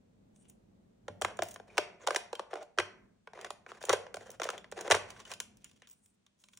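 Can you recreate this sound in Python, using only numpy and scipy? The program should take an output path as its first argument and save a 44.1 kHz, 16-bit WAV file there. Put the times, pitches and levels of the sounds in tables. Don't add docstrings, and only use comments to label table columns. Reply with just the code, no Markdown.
import sys
import numpy as np
from scipy import signal
from scipy.fft import rfft, irfft, next_fast_len
from scipy.io import wavfile

SR = 44100
rng = np.random.default_rng(int(sys.argv[2]) if len(sys.argv) > 2 else 0)


def generate_wav(sig):
    pcm = np.round(np.clip(np.atleast_2d(sig).T, -1, 1) * 32767).astype(np.int16)
    wavfile.write(sys.argv[1], SR, pcm)


N = 290619

# (frequency [Hz], relative density [dB])
HUM_SPECTRUM = [(20, -25), (35, -14.5), (52, -4), (72, -9.5), (100, -2), (150, -6.5), (200, 1.5),
                (300, -10.5), (600, -18.5), (1000, -30), (2500, -43.5), (7000, -53)]
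# (time [s], level [dB])
HUM_ENVELOPE = [(0, -67.5), (.45, -65), (.8, -67), (1, -67.5), (1.15, -60), (1.5, -62), (2, -70),
                (2.85, -75), (3.02, -64.5), (3.24, -74.5), (3.4, -70.5), (4.5, -65.5), (5.1, -63),
                (5.6, -66.5), (5.9, -75), (6.3, -80.5), (6.59, -74)]
# (frequency [Hz], relative density [dB])
HISS_SPECTRUM = [(300, 4.5), (1000, 4.5), (2500, 2.5), (4000, 0.5), (5000, -2.5), (7000, -1.5), (9500, -5),
                 (11000, -23.5), (16000, -26.5)]
# (start [s], end [s], pitch [Hz], relative level [dB])
JINGLES = [(0.316, .524, 6500, -82), (1.399, 1.563, 10300, -56), (5.548, 5.858, 4500, -73.5),
           (5.876, 5.939, 14000, -62.5), (5.95, 6.176, 14100, -83.5), (6.362, 6.597, 8570, -75)]
# (start [s], end [s], resonance [Hz], width [Hz], level [dB])
RUBS = [(0.344, 0.447, 8560, 1200, -72), (0.39, 0.538, 2800, 1300, -82), (0.48, 0.508, 9000, 2500, -64.5),
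        (1.673, 1.794, 2350, 250, -69), (2.008, 2.045, 6600, 1210, -68), (5.634, 5.679, 2600, 1404, -67),
        (5.817, 5.869, 2293, 1402, -67.5), (5.875, 6.167, 8700, 1500, -76.5),
        (6.38, 6.586, 8570, 2000, -81.5)]
# (time [s], pitch [Hz], level [dB])
TICKS = [(.3605, 6400, -68.5), (.4525, 2930, -69.5), (0.4976, 14000, -57.5), (1.2132, 7950, -41.5),
         (1.2467, 6530, -39), (1.37, 7000, -56), (1.433, 14000, -42.5), (1.485, 14000, -50),
         (1.509, 13000, -53), (1.7785, 14000, -44), (2.16, 13800, -43.5), (2.3517, 3150, -43.5),
         (2.628, 4400, -54.5), (3.4115, 4850, -49.5), (3.466, 1490, -48.5), (3.8262, 4500, -45.5),
         (3.8517, 7800, -43), (3.8924, 14000, -43), (3.9277, 14000, -43), (4.158, 7000, -55),
         (4.3029, 10200, -49.5), (4.315, 13300, -53), (4.4325, 4170, -37), (4.44, 4950, -38),
         (4.578, 3450, -46), (4.7146, 6070, -50.5), (4.8095, 6760, -43), (4.9014, 7000, -39.5),
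         (5.1031, 4540, -46), (5.1632, 1500, -53), (5.2, 4000, -51.5), (5.2515, 3000, -50.5),
         (5.315, 4000, -40.5), (5.3366, 5030, -42), (5.4012, 6100, -36), (5.57, 9500, -63.5),
         (5.6435, 7000, -49), (5.7128, 5000, -62), (5.8717, 4470, -57), (5.911, 12000, -59),
         (6.059, 11000, -64), (6.264, 3660, -63.5), (6.4381, 4000, -57), (6.4852, 4200, -59.5),
         (6.5334, 3460, -59.5), (6.5722, 7370, -54)]
# (time [s], wall pitch [Hz], level [dB], softness as treble loss [dB/oct])
KNOCKS = [(1.081, 700, -34, 7), (1.2147, 716, -30.5, 13.5), (1.2192, 1340, -33, 1.5),
          (1.2471, 1660, -24, 13.5), (1.2833, 940, -41, 15), (1.3899, 660, -27, 8), (1.4211, 680, -27.5, 4),
          (1.432, 493, -42, 3), (1.5597, 1260, -45, 6), (1.5984, 654, -44.5, 7.5), (1.7712, 880, -42, 3),
          (1.7795, 1940, -21, 7.5), (1.783, 433, -20, 7), (2.0666, 805, -41, 4), (2.0723, 990, -25.5, 3.5),
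          (2.0831, 606, -24.5, 8), (2.106, 1020, -26.5, 7), (2.1463, 674, -31.5, 3.5), (2.16, 2000, -24, 8),
          (2.1639, 636, -36.5, 0), (2.3289, 737, -31.5, 6), (2.394, 970, -31, 7.5), (2.531, 800, -30.5, 12),
          (2.538, 714, -41, 4.5), (2.5552, 564, -35.5, 7), (2.776, 630, -37.5, 7),
          (2.7854, 1793, -19.5, 10), (2.7974, 1850, -34, 5), (2.8, 1620, -26.5, 11.5),
          (3.2729, 1160, -45, 9.5), (3.3331, 900, -47, 7), (3.374, 836, -44, 10), (3.3898, 1000, -41.5, 11),
          (3.446, 1170, -38, 4.5), (3.5044, 1010, -36, 4), (3.6631, 1185, -46, 11), (3.717, 1080, -40.5, 9),
          (3.814, 1460, -48, 12), (3.8376, 465, -37, 4.5), (3.885, 460, -32.5, 7.5),
          (3.8936, 530, -25, 1.5), (3.897, 470, -21.5, 6), (3.903, 1440, -25, 18),
          (3.9285, 636, -30.5, 1.5), (3.932, 500, -21.5, 5.5), (4.0662, 2000, -46, 16),
          (4.142, 565, -36.5, 3), (4.168, 495, -40, 4), (4.2082, 448, -46, 6), (4.2921, 513, -45.5, 9.5),
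          (4.3982, 550, -33.5, 5), (4.4173, 1140, -32.5, 4.5), (4.452, 445, -33.5, 5.5),
          (4.4889, 1210, -30.5, 6.5), (4.5015, 1480, -39.5, 2), (4.6428, 2030, -46.5, 14),
          (4.722, 550, -36.5, 5), (4.776, 650, -39, 7.5), (4.7894, 1570, -41, 7.5), (4.8714, 900, -46.5, 4),
          (4.8774, 520, -34, 5), (4.9014, 484, -21.5, 8), (4.9105, 1010, -19.5, 2.5), (4.917, 1670, -18, 7),
          (4.921, 436, -25.5, 1.5), (4.9445, 1590, -24, 15), (4.948, 462, -29.5, 2), (4.966, 447, -31, 6),
          (5.4016, 1220, -45, -1), (5.8197, 1800, -55, 6)]
# (time [s], level [dB])
SHOVES = [(1.084, -45), (1.222, -43), (1.393, -46.5), (1.781, -56), (2.785, -45.5), (3.898, -43.5),
          (4.168, -53.5), (4.398, -58.5), (4.912, -36.5)]
# (start [s], end [s], wall pitch [Hz], relative level [dB], softness [dB/oct])
SLIDES = [(1.266, 1.317, 520, -49, 5.5), (1.664, 1.804, 520, -58.5, 4), (1.989, 2.074, 650, -54, 5.5),
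          (2.086, 2.15, 520, -50.5, 3), (2.498, 2.55, 750, -53.5, 5), (2.541, 2.641, 520, -46.5, 6.5),
          (3.335, 3.486, 700, -50, 6), (3.663, 3.791, 850, -55.5, 4.5), (3.799, 3.894, 850, -55.5, 2),
          (3.892, 3.961, 1600, -38, 4.5), (4.137, 4.38, 520, -58, 3), (4.396, 4.523, 650, -46.5, 4),
          (4.519, 4.606, 650, -47, 6.5), (4.75, 4.907, 520, -43, 5), (4.89, 4.98, 1300, -35.5, 2.5),
          (5.057, 5.253, 1200, -58, 3.5), (5.246, 5.347, 850, -50.5, 2)]
# (low edge [Hz], high edge [Hz])
BANDS = [(345, 760), (760, 2100), (2100, 5200), (5200, 10300), (11000, 16500)]
# (frequency [Hz], relative level [dB], t60 [s])
TRAY_MODES = [(433.7, 11.5, 0.027), (430, 6, 0.11), (520, 1, 0.062), (594, 1.5, 0.24), (883.4, -4.5, 0.027),
              (1020.4, 5.5, 0.08), (1152, 4, 0.046), (1440, 3, 0.061), (1556, -2, 0.13), (1850, 0.5, 0.019),
              (2440, -1.5, 0.094), (2860, -5.5, 0.069), (3407, -8, .035)]
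# (frequency [Hz], relative level [dB], t60 [s])
HOOK_MODES = [(5350, -4, 0.11), (5800, -2.5, .05), (6450, -8, .04), (7460, 1, 0.035), (7250, -2.5, 0.12),
              (8340, -6, 0.065), (9900, -5.5, .04)]
# (frequency [Hz], t60 [s])
ROOM_DECAY = [(100, 0.9), (400, 0.54), (1000, 0.5), (2000, 0.5), (3200, 0.32), (5000, 0.34), (7000, 0.33),
              (10000, 0.25), (16000, 0.16)]
# (frequency [Hz], relative level [dB])
ROOM_SPECTRUM = [(100, -14.5), (250, -19), (420, -14.5), (800, -12), (1450, -15.5), (2000, -15.5),
                 (2700, -8.5), (3700, -14.5), (4800, -11.5), (7000, -15.5), (10000, -10), (16000, -17)]
# (frequency [Hz], side gain [dB])
WIDTH = [(100, -17), (400, -15), (700, -6.5), (1300, -13), (2200, -10.5), (3000, 3.5), (4000, -12.5),
         (4900, -3.5), (5700, -17), (7000, -3.5), (9000, -3), (16000, 2)]
# (frequency [Hz], mid gain [dB], side gain [dB])
TREBLE_COLOUR = [(3704, -2.5, -4), (4720, -10.5, -2), (5700, 1.5, -8), (7000, 1.5, -2), (8170, -5, -9),
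                 (9470, -2.5, -2.5), (10600, -12, -4.5), (12300, -20, -0.5), (14500, -11.5, -8),
                 (15500, -7.5, 5.5)]

FILTER_CACHE = {}


def undb(db):
    return 10 ** (np.asarray(db) / 20)


def unit_rms(x):
    return x / np.sqrt(np.mean(x ** 2) + 1e-20)


def decay(t, t60_s):
    return np.exp(-np.log(1000) * t / max(t60_s, 1e-4))


def lookup(points, hz, column=1):
    table = np.array(points, float)
    return np.interp(np.log(np.maximum(hz, 1)), np.log(table[:, 0]), table[:, column])


def colour(x, points, column=1):
    size = next_fast_len(2 * len(x))
    gain = undb(lookup(points, np.fft.rfftfreq(size, 1 / SR), column))
    return irfft(rfft(x, size) * gain, size)[:len(x)]


def band(x, edges_hz, order=3):
    key = (*edges_hz, order)
    if key not in FILTER_CACHE:
        FILTER_CACHE[key] = signal.butter(order, edges_hz, "bandpass", fs=SR, output="sos")
    return signal.sosfilt(FILTER_CACHE[key], x)


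def add(track, time_s, sound):
    start = int(time_s * SR)
    part = sound[:, :N - start]
    track[:, start:start + part.shape[1]] += part


def hum(waver_db=0.6):
    t = np.arange(N) / SR
    steps_s = np.linspace(0, t[-1], 50)
    waver = np.interp(t, steps_s, rng.standard_normal(len(steps_s)))
    gain = undb(np.interp(t, *np.transpose(HUM_ENVELOPE)) + waver_db * waver)
    mid, side = (unit_rms(colour(rng.standard_normal(N), HUM_SPECTRUM)) for _ in range(2))
    return gain * np.array([mid, colour(side, [(100, -15.5), (500, 2.5), (2500, 1.5)])])


def hiss(level_db=-86):
    noise = rng.standard_normal((2, N))
    return undb(level_db) * np.array([unit_rms(colour(x, HISS_SPECTRUM)) for x in noise])


def contact_levels(hz, db, bass_db_oct, treble_db_oct):
    octaves = np.log2(np.sqrt(np.prod(BANDS, axis=1)) / hz)
    return db + bass_db_oct * np.minimum(octaves, 0) - treble_db_oct * np.maximum(octaves, 0)


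def steel(hz, db):
    return contact_levels(hz, db, bass_db_oct=6, treble_db_oct=8)


def ring(modes, t, detune, spread_db=4):
    draws = rng.uniform(-0.94, 1, (len(modes), 3))
    out = np.zeros(len(t))
    for (hz, db, t60_s), (mix, tuning, phase) in zip(modes, draws):
        tone = np.sin(2 * np.pi * (hz * (1 + detune * tuning) * t + phase))
        out += undb(db + spread_db * mix) * tone * decay(t, t60_s)
    return out


def blow(bands, levels_db, t60s_s, rise_s, tone_hz=1000, tone_db=-99, t60_cycles=6, ring_db=-35):
    t = np.arange(SR // 8) / SR
    onset = SR // 125
    push = 1 - np.exp(-t / rise_s)
    out = np.zeros((2, len(t)))
    for channel in out:
        phase = rng.uniform(0, 2 * np.pi)
        tone = undb(tone_db) * np.sin(2 * np.pi * tone_hz * t + phase) * decay(t, t60_cycles / tone_hz)
        ringing = ring(TRAY_MODES, t, detune=.012) + ring(HOOK_MODES, t, detune=.04)
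        for (low_hz, high_hz), db, t60_s in zip(bands, levels_db, t60s_s):
            wide_hz = (low_hz * .6, min(high_hz * 1.7, SR * .45))
            crack = unit_rms(band(rng.standard_normal(len(t)), wide_hz, order=1)) * decay(t, t60_s)
            part = band(push * (crack + tone + undb(ring_db) * ringing), (low_hz, high_hz))
            channel += undb(db) * part / np.sqrt(np.mean(part[:onset] ** 2))
    return out


def pressure(size, waver_db):
    steps = np.arange(0, N, SR // 70)
    swell = signal.windows.tukey(size, .5) ** .7
    waver = np.interp(np.arange(size), steps, rng.standard_normal(len(steps)))
    return swell * undb(waver_db * waver)


def drag(length_s, levels_db, catches_per_s, spread_db, points=4):
    size = max(int(length_s * SR), SR // 100)
    trigger, direction, grip = rng.random((size, 3)).T
    strength = undb(spread_db * np.minimum(-np.log(grip), 3))
    catches = (trigger < catches_per_s / SR) * np.sign(direction - .5) * strength
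    catches *= pressure(size, waver_db=5.5)
    point = rng.integers(points, size=size)
    sound = 0
    for k in range(points):
        response = blow(BANDS, levels_db, t60s_s=(.015, .0057, .039, .008, .008), rise_s=.0006)
        sound += signal.fftconvolve((catches * (point == k))[None], response, axes=1)
    return sound * np.linalg.norm(undb(levels_db)) / np.sqrt(np.mean(sound[0, :size] ** 2) + 1e-20)


def jingles(gain_db=-1):
    out = np.zeros((2, N))
    for start_s, end_s, hz, db in JINGLES:
        add(out, start_s, drag(end_s - start_s, steel(hz, db + gain_db), catches_per_s=400, spread_db=3))
    return out


def rubs():
    out = np.zeros((2, N))
    for start_s, end_s, hz, width_hz, db in RUBS:
        size = max(int((end_s - start_s) * SR), SR // 100)
        friction = band(rng.standard_normal((2, size)), (hz - width_hz / 2, hz + width_hz / 2), order=2)
        add(out, start_s, undb(db) * unit_rms(friction * pressure(size, waver_db=3.5)))
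    return out


def bounce(sound, rebound_db):
    out = sound.copy()
    lags_s = np.cumsum(rng.uniform(.0012, .0045, size=2))
    for count, lag_s in enumerate(lags_s, 1):
        lag = int(lag_s * SR)
        out[:, lag:] += undb(rebound_db * count) * sound[:, :-lag]
    return out


def ticks(max_t60_s=0.033, knee_hz=3000):
    out = np.zeros((2, N))
    for time_s, hz, db in TICKS:
        clink_t60_s = max_t60_s * min(knee_hz / hz, 1) ** 2
        tick = blow(BANDS[1:], steel(hz, db)[1:], t60s_s=(.0056, .018, .0093, .012), rise_s=.0018,
                    tone_hz=hz, tone_db=-5, t60_cycles=clink_t60_s * hz)
        add(out, time_s, bounce(tick, rebound_db=-13.5))
    return out


def plastic(hz, db, softness_db_oct, sparkle_loss_db=6, sparkle_cap_db=-48):
    levels_db = contact_levels(hz, db, bass_db_oct=4.5, treble_db_oct=softness_db_oct)
    levels_db[-1] = min(levels_db[-1] - sparkle_loss_db, sparkle_cap_db)
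    return levels_db


def knocks():
    out = np.zeros((2, N))
    for time_s, wall_hz, db, softness_db_oct in KNOCKS:
        levels_db = plastic(wall_hz, db, softness_db_oct)
        knock = blow(BANDS, levels_db, t60s_s=(.018, .0086, .014, .0098, .008), rise_s=.001,
                     tone_hz=wall_hz, tone_db=2)
        add(out, time_s, bounce(knock, rebound_db=-11))
    return out


def booms(hz=97, t60_s=0.37, rise_s=0.012, thud_db=-2):
    out = np.zeros((2, N))
    t = np.arange(SR // 2) / SR
    mode = np.sin(2 * np.pi * hz * t) * decay(t, t60_s)
    for time_s, db in SHOVES:
        thud = unit_rms(band(rng.standard_normal(len(t)), (60, 260))) * decay(t, t60_s=0.19)
        swing = (mode + undb(thud_db) * thud) * (1 - np.exp(-t / rise_s))
        add(out[:1], time_s, undb(db) * swing[None])
    return out


def slides(gain_db=-1):
    out = np.zeros((2, N))
    for start_s, end_s, wall_hz, db, softness_db_oct in SLIDES:
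        levels_db = plastic(wall_hz, db + gain_db, softness_db_oct)
        add(out, start_s, drag(end_s - start_s, levels_db, catches_per_s=1800, spread_db=2))
    return out


def room(x, length_s=.7, rise_s=.0023, gain_db=-3):
    t = np.arange(int(length_s * SR)) / SR
    build_up = 1 - np.exp(-(t / rise_s) ** 2)
    edges_hz = np.geomspace(60, 17000, 29)
    response = np.zeros((2, len(t)))
    for low_hz, high_hz in zip(edges_hz, edges_hz[1:]):
        hz = np.sqrt(low_hz * high_hz)
        tail = band(rng.standard_normal((2, len(t))), (low_hz, high_hz))
        tail *= decay(t, lookup(ROOM_DECAY, hz)) * build_up
        energy = np.sum(tail ** 2, axis=1, keepdims=True)
        tail *= np.sqrt(2 * (high_hz - low_hz) / SR / energy)
        tail[1] *= undb(3.5 + 0.66 * lookup(WIDTH, hz))
        response += undb(lookup(ROOM_SPECTRUM, hz)) * tail
    return undb(gain_db) * signal.fftconvolve(x[None], response, axes=1)[:, :N]


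def scene():
    contacts = knocks() + ticks() + slides() + jingles()
    clatter = band(contacts, (320, 20000), order=6)
    mid, side = clatter + rubs() + booms()
    echoes = room(mid) + room(side)
    mid, side = np.array([mid, colour(side, WIDTH)]) + echoes
    coloured = np.array([colour(mid, TREBLE_COLOUR, column=1), colour(side, TREBLE_COLOUR, column=2)])
    mid, side = coloured + hum() + hiss()
    return np.array([mid + side, mid - side])


def record(dry):
    cutoff_hz = 15900
    return signal.sosfilt(signal.ellip(8, .2, 70, cutoff_hz, fs=SR, output="sos"), dry)


dry = scene()
out = record(dry)
generate_wav(out)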